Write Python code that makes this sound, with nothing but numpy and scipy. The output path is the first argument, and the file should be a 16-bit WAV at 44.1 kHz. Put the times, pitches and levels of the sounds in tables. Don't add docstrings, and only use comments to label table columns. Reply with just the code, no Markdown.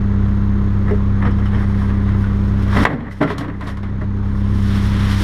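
import sys
import numpy as np
from scipy import signal
from scipy.fft import rfft, irfft, next_fast_len
from scipy.io import wavfile
from scipy.ndimage import map_coordinates

SR = 44100
rng = np.random.default_rng(int(sys.argv[2]) if len(sys.argv) > 2 else 0)


def volts_from_db(level):
    exponent = np.asarray(level, float) / 20
    return 10 ** exponent


def store_pcm(level_fs):
    pcm = np.round(np.clip(level_fs, -1, 1) * 32767).astype(np.int16)
    wavfile.write(sys.argv[1], SR, np.atleast_2d(pcm).T)


N = 230728


def unit(x):
    return x / np.sqrt(np.mean(x ** 2) + 1e-20)


def fade(t, t60):
    return volts_from_db(-60 * t / t60)


def place(out, start_s, sound):
    out[round(start_s * SR):][:len(sound)] += sound


def curves(rows):
    time_s, *columns = np.transpose(rows)
    return [np.interp(np.arange(N) / SR, time_s, column) for column in columns]


def wobble(rate):
    coarse = np.arange(0, N + 32, 32)
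    knots = rng.standard_normal(int(N * rate / SR) + 4)
    return np.interp(np.arange(N), coarse, map_coordinates(knots, [coarse * rate / SR]))


def coloured(x, spectrum):
    size = next_fast_len(len(x) + 8192)
    hz, db = np.transpose(spectrum)
    bins_hz = np.fft.rfftfreq(size, 1 / SR)
    gain = volts_from_db(np.interp(np.log(bins_hz + 1), np.log(hz + 1), db))
    return unit(irfft(rfft(x, size) * gain, size)[:len(x)])


def crackle(per_s, spread_db, share):
    draw = rng.random((N, 3))
    size = volts_from_db(-spread_db * np.log(draw[:, 2] + .03))
    snaps = (draw[:, 0] < per_s / SR) * np.sign(draw[:, 1] - .5) * size
    return np.sqrt(1 - share) * rng.standard_normal(N) + np.sqrt(share) * unit(snaps)


def swells(start_s, rise_s, peak_db, t60_s):
    grid = np.arange(0, N / SR + .01, .0005)
    late = grid[:, None] - start_s
    shape_db = np.where(late < 0, 20 * late / rise_s, -60 * late / t60_s)
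    power = (volts_from_db(peak_db + shape_db) ** 2).sum(axis=1)
    return np.interp(np.arange(N) / SR, grid, np.sqrt(power))


# start_s,
# peak_db, snap_db, wall_hz
JOSTLES = [(.881, -22.5, -23, 1280), (.909, -22, -21.5, 855), (1.224, -18, -25.5, 1760),
           (1.251, -16, -33, 1255), (1.309, -30, -13.5, 1070), (1.384, -24.5, -23, 990),
           (1.456, -23, -18, 1320), (1.53, -23, -20.5, 825), (1.627, -26.5, -24.5, 1240),
           (1.818, -26, -21, 1050), (1.901, -23.5, -25, 1200), (2.089, -24, -20.5, 1070),
           (2.241, -28, -27, 1430), (2.679, -24.5, -12, 1970), (2.727, -17, -18, 1070),
           (2.767, -11.5, -21, 1050), (2.789, -11.5, -19.5, 1010), (4.234, -33, -21, 802),
           (4.349, -33, -21, 1050), (5.05, -26, -22, 1120)]
SLAM = (2.852, 7, -30, 1606)
BOUNCES = [(2.902, -19.5, -40, 914), (3.005, -26, -45, 810), (3.066, -32, -45, 1880),
           (3.112, -37, -12, 1990), (3.17, -38, -25, 885), (3.213, -12.5, -29, 820),
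           (3.227, -10, -28, 1365), (3.277, -20.5, -38, 2050), (3.302, -14.5, -32, 970),
           (3.382, -23, -7, 1110), (3.409, -24.5, -20, 1570), (3.446, -22, -34, 960),
           (3.481, -24, -34, 991), (3.609, -25, -33, 888), (3.675, -22.5, -17, 1067),
           (3.771, -28, -21, 1070), (3.831, -24.5, -24, 975), (4.012, -24.5, -28, 1380)]
# freq_hz, level_db (per Hz)
WALL = [(200, -42), (600, -6), (1050, 0.5), (1400, -4), (1950, -2), (2400, -14.5), (3300, -20.5),
        (4500, -33), (6000, -42.5), (9000, -45.5), (20000, -72)]
# freq_hz, level_db (per Hz)
TWIGS = [(2000, -40), (4500, -7), (5500, -2.5), (6500, -8.5), (7800, -13.5), (9200, -7.5), (10300, -13.5),
         (11300, -12), (12500, -16.5), (14800, -22.5), (17000, -40.5)]


def knocks():
    out, t = np.zeros(N + SR), np.arange(SR // 4) / SR
    for contacts, t60 in [(JOSTLES, .062), ([SLAM], .022), (BOUNCES, .068)]:
        for start_s, db, snap_db, wall_hz in contacts:
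            noise = rng.standard_normal((2, len(t)))
            snap_hz = 3000 * rng.normal(1, .06)
            decay = fade(t, t60)
            wall = .5 * coloured(noise[0], WALL) + .43 * np.sin(2 * np.pi * wall_hz * t)
            snap = .35 * coloured(noise[1], TWIGS) + .45 * np.sin(2 * np.pi * snap_hz * t)
            onset = 1 - np.exp(-t / .00059)
            place(out, start_s, volts_from_db(db) * decay * onset * (wall + volts_from_db(snap_db) * decay ** .4 * snap))
    return out[:N]


# start_s, peak_db, main_note_hz, t60_s
THUDS = [(0.909, -8.5, 400, 0.06), (0.919, -11, 410, 0.06), (1.251, -14, 228, 0.12),
         (1.529, -24, 455, 0.08), (2.764, -13, 246, 0.14), (2.789, -13, 231, 0.12), (2.906, -17, 303, 0.12),
         (2.93, -18, 229, 0.21), (3.005, -20.5, 237, 0.12), (3.207, -5, 286, 0.1),
         (3.2275, -11.5, 291, 0.14), (3.302, -15, 417, 0.098), (3.413, -14, 272, 0.075),
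         (3.481, -17, 267, 0.095), (3.676, -22.5, 291, 0.12), (3.83, -32, 280, 0.12),
         (4.014, -22, 303, 0.12), (5.198, -19, 310, 0.12)]
BUMPS = [
    (2.789, -17, 188, .15),
    (2.93, -16, 148, .2),
    (2.99, -23, 145, .25),
    (3.227, -15.5, 163, .13),
    (3.36, -20, 125, .25),
]
RAPS = [
    (1.263, -21, 476, .06),
    (2.852, -16, 500, .05),
    (3.112, -29, 1990, .045),
    (2.241, -26, 1450, .08),
    (3.213, -8, 624, .06),
    (4.014, -26, 600, .06),
]
# freq_hz, level_db, t60_s
BIN = [(161, 3.5, 0.21), (243, -10.5, 0.12), (291, -1.5, 0.17), (407.4, -2, 0.12), (480, -4, 0.12),
       (624, -3.5, 0.074)]


def thuds():
    out, t = np.zeros(N + SR), np.arange(SR // 3) / SR
    for start_s, db, hz, t60 in [*THUDS, *BUMPS, *RAPS]:
        lead = fade(t, t60) * np.sin(2 * np.pi * hz * t)
        rest = np.zeros(len(t))
        for mode_hz, mode_db, mode_t60 in BIN:
            level = volts_from_db(mode_db + rng.normal(0, 2.2))
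            rest += level * fade(t, mode_t60) * np.sin(2 * np.pi * mode_hz * t)
        onset = 1 - np.exp(-t * hz / 1.1)
        place(out, start_s, volts_from_db(db - 1.5) * (lead + volts_from_db(-14.5) * rest) * onset)
    return out[:N]


# start_s, peak_db, centre_hz
CRACKS = [
    (2.8524, -19.5, 3660),
    (3.3827, -25, 4710),
    (3.4094, -39, 3500),
    (3.6102, -36, 3900),
    (3.6706, -35, 4220),
    (3.7713, -38, 3640),
    (3.8322, -43, 4000),
]


def cracks():
    out, t = np.zeros(N + SR), np.arange(SR // 10) / SR
    for start_s, db, hz in CRACKS:
        band = [(hz / 4, -30), (hz / 1.5, -5), (hz, 0), (hz * 1.5, -8), (hz * 3, -22)]
        burst = coloured(rng.standard_normal(len(t)), band)
        place(out, start_s, volts_from_db(db - 6.5) * fade(t, .02) * burst)
    return out[:N]


# start_s, peak_db, upper_note_db
CLINKS = [
    (1.2514, -38, -15),
    (1.3124, -38, -14),
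    (1.3843, -41, -15),
    (1.4574, -34, -19),
    (1.5459, -36, -16),
]
# low_hz, high_hz
RING_HZ = (3120, 5350)


def clinks():
    out, t = np.zeros(N + SR), np.arange(SR // 5) / SR
    for start_s, db, upper_db in CLINKS:
        roughness = np.cumsum(rng.normal(0, .09, (2, len(t))), axis=1)
        notes_hz = np.array(RING_HZ) * rng.normal(1, .02, 2)
        low, high = np.sin(2 * np.pi * np.outer(notes_hz, t) + roughness)
        shape = fade(t, .07) * (1 - np.exp(-t / .004))
        place(out, start_s, volts_from_db(db + 1.5) * shape * (low + volts_from_db(upper_db + 4) * high))
    return out[:N]


# time_s, wall_db
SHUFFLE = [
    (1.3, -70),
    (1.39, -43),
    (1.87, -36),
    (2.35, -41),
    (2.42, -75),
]
# peak_s, rise_s (per 20 dB, before the peak), wall_db, boom_db, t60_s
SLIDES = [(.9, .05, -28, -22, .2), (1.226, .012, -31, -23, .2), (1.275, .12, -25, -29, .15),
          (1.63, .3, -33, -33, .1), (2.754, .14, -24.5, -30, .3), (2.768, .02, -16.5, -10.5, .35),
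          (2.84, .06, -17, -12, .02), (2.854, .003, -9, -16, .06), (2.917, .1, -27, -17, .35),
          (3.085, .4, -37, -33, .45), (3.211, .008, -22.5, -11, .35), (3.309, .12, -29, -24, .5),
          (3.41, .05, -32, -25, .6), (3.5, .15, -33, -25, .3), (3.615, .008, -32, -31.5, .6),
          (3.694, .15, -33, -29.5, .3), (3.834, .01, -37, -38, .5), (4.012, .01, -36.5, -30, .2)]
# freq_hz, level_db (per Hz)
BOOM = [(65, -35.5), (110, -11), (168, -2.5), (203, -11.5), (221, -9.5), (291, -2.5), (335, -16.5),
        (405, -13), (800, -21.5), (1040, -58), (1760, -120)]


def drag():
    start_s, rise_s, wall_db, boom_db, t60_s = np.transpose(SLIDES)
    shuffle = volts_from_db(curves(SHUFFLE)[0])
    wall_gain = shuffle + swells(start_s, rise_s, wall_db, t60_s)
    boom_gain = shuffle * volts_from_db(2) + swells(start_s, rise_s, boom_db, t60_s)
    chatter = coloured(crackle(900, spread_db=3, share=.2), WALL)
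    rumble = coloured(rng.standard_normal(N), BOOM)
    wall = wall_gain * volts_from_db(-3.3 + 1.6 * wobble(60)) * chatter
    return wall + boom_gain * volts_from_db(-2.2 + .99 * wobble(30)) * rumble


# time_s, twigs_db
HAUL = [(0, -72), (.7, -72), (1.3, -69), (1.5, -66), (1.8, -62), (1.9, -66), (2.55, -68), (2.66, -63),
        (2.72, -52), (2.85, -42), (2.87, -68), (3.0, -80), (4.05, -82), (4.25, -69), (4.47, -64),
        (4.67, -51), (5.03, -49.5), (5.23, -43)]
# peak_s, rise_s (per 20 dB, before the peak), peak_db, leaves_db (over the twigs)
SWISHES = [(.3, .2, -71, 15), (.95, .2, -66, 8), (1.47, .06, -66, 18), (1.55, .08, -66, 22),
           (1.63, .15, -60, 1), (1.845, .08, -58, -2), (2.09, .15, -70, 22), (2.22, .1, -59, 4),
           (2.36, .08, -64, 10), (2.49, .2, -62, 9), (2.62, .08, -59, 7), (3.125, .03, -61, 2),
           (3.18, .06, -62, 6), (3.305, .05, -58, 18), (3.695, .12, -57, 9), (4.385, .06, -61, 2),
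           (5.12, .15, -54, 18)]
# freq_hz, level_db (per Hz)
LEAVES = [(250, -33), (700, -4.5), (1100, -0.5), (1500, 0), (2000, -1), (2400, -5.5), (3200, -4),
          (4200, -12), (5500, -28), (9000, -50), (20000, -90.5)]


def brush():
    stir = volts_from_db(curves(HAUL)[0])
    start_s, rise_s, db, leaves_db = np.transpose(SWISHES)
    hit_s, hit_db, snap_db, _ = np.transpose(BOUNCES)
    grit = swells(hit_s, .004, hit_db + snap_db - 17, .15)
    litter = swells(hit_s, .004, hit_db + .6 * snap_db - 8, .15)
    twig_gain = np.hypot(stir, swells(start_s, rise_s, db, .2)) + grit
    leaf_gain = np.hypot(stir * volts_from_db(13), swells(start_s, rise_s, db + leaves_db, .2)) + litter
    clumps = 1.4 * wobble(25) + 1.2 * wobble(70)
    source = crackle(2500, spread_db=3, share=.25)
    twigs = twig_gain * volts_from_db(3 + clumps) * coloured(source, TWIGS)
    leaves = leaf_gain * volts_from_db(2 + .6 * clumps + 1.6 * wobble(14)) * coloured(source, LEAVES)
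    return twigs + leaves


def street(x):
    t = np.arange(SR // 3) / SR
    tail = coloured(rng.standard_normal(len(t)), [(100, 5.5), (2000, -5.5), (8000, -11.5)])
    tail *= fade(t, .083)
    delayed = np.pad(x, (500, 0))
    return signal.fftconvolve(delayed, tail / np.linalg.norm(tail))[:N]


# time_s, firing_hz
SPEED = [(0, 33.31), (1.3, 33.2), (2.6, 33.18), (3.9, 33.28), (5.23, 33.14)]
# multiple (of the firing rate), level_db (rms)
EXHAUST = [(1, -23), (1.5, -48.5), (2, -21.5), (2.5, -42), (3, -19), (3.5, -55.5), (4, -37), (5, -55),
           (6, -22), (7, -45), (9, -41), (10, -49.5), (12, -44)]
# freq_hz, level_db (per Hz)
BLOCK = [(12, -25), (48, -1), (80, -5), (125, -0.5), (165, -6), (290, -9), (400, -15), (680, -25.5),
         (1030, -20), (1950, -29), (2400, -36.5), (4000, -44), (8000, -63), (15500, -83)]


def engine():
    turn = 2 * np.pi * np.cumsum(curves(SPEED)[0]) / SR
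    pulses = np.zeros(N)
    for k, db in EXHAUST:
        lag = .85 * np.sqrt(k) * (k % 2 == 0)
        level = np.sqrt(2) * volts_from_db(db + .6 * wobble(9.2))
        pulses += level * np.cos(k * turn - lag + .2 * wobble(5))
    beat = volts_from_db(.87 * np.cos(turn + 2.7) + .38 * wobble(10) + 1.2 * wobble(1.8))
    rattle = coloured(crackle(900, spread_db=3, share=.15), BLOCK)
    return pulses + volts_from_db(-26) * beat * rattle


# freq_hz, level_db
WHINE = [(6452, -61), (12885, -71)]


def whine():
    t = np.arange(N) / SR
    gate = np.clip(.3 + np.cos(2 * np.pi * 47.95 * t + .9), 0, 1) * volts_from_db(1.5 * wobble(30))
    return gate * sum(volts_from_db(db) * np.sin(2 * np.pi * hz * t) for hz, db in WHINE)


def camera_gain():
    rest_db, duck_s, duck_db, hold_s, creep_db_per_s = .2, 2.844, -14.5, .4, 11
    late = np.arange(N) / SR - duck_s
    back_db = np.minimum(duck_db + creep_db_per_s * np.maximum(late - hold_s, 0), 0)
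    return volts_from_db(rest_db + back_db * np.clip(late / .003, 0, 1))


# time_s, gain_db
HUSH = [
    (2.843, 0),
    (2.846, -15),
    (2.849, -15),
    (2.851, 0),
]


def scene():
    blows = knocks() + thuds() + clinks() + cracks()
    near = blows + drag() + brush() + volts_from_db(-11) * street(blows)
    steady = camera_gain() * (engine() + whine())
    return volts_from_db(curves(HUSH)[0]) * (near + steady)[None]


def roll_off(x):
    return signal.sosfilt(signal.butter(12, 15200, fs=SR, output="sos"), x)


# centre_hz, width_hz, level_db
HOUSING = [(820, 200, -2), (2700, 600, -2.5), (3600, 700, 1), (4700, 500, -1), (5450, 500, 1.5),
           (6100, 500, -2), (9300, 2500, -1)]


def record(dry):
    size = next_fast_len(N + 8192)
    hz = np.fft.rfftfreq(size, 1 / SR)
    case_db = sum(db * np.exp(-2 * ((hz - centre) / width) ** 2) for centre, width, db in HOUSING)
    boxed = irfft(rfft(dry, size) * volts_from_db(case_db), size)[:, :N]
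    start = np.minimum(np.arange(N) / (.003 * SR), 1)
    rounded = start * boxed / (1 + np.abs(boxed) ** 12) ** (1 / 12)
    return roll_off(rounded)


dry = scene()
out = record(dry)
store_pcm(out)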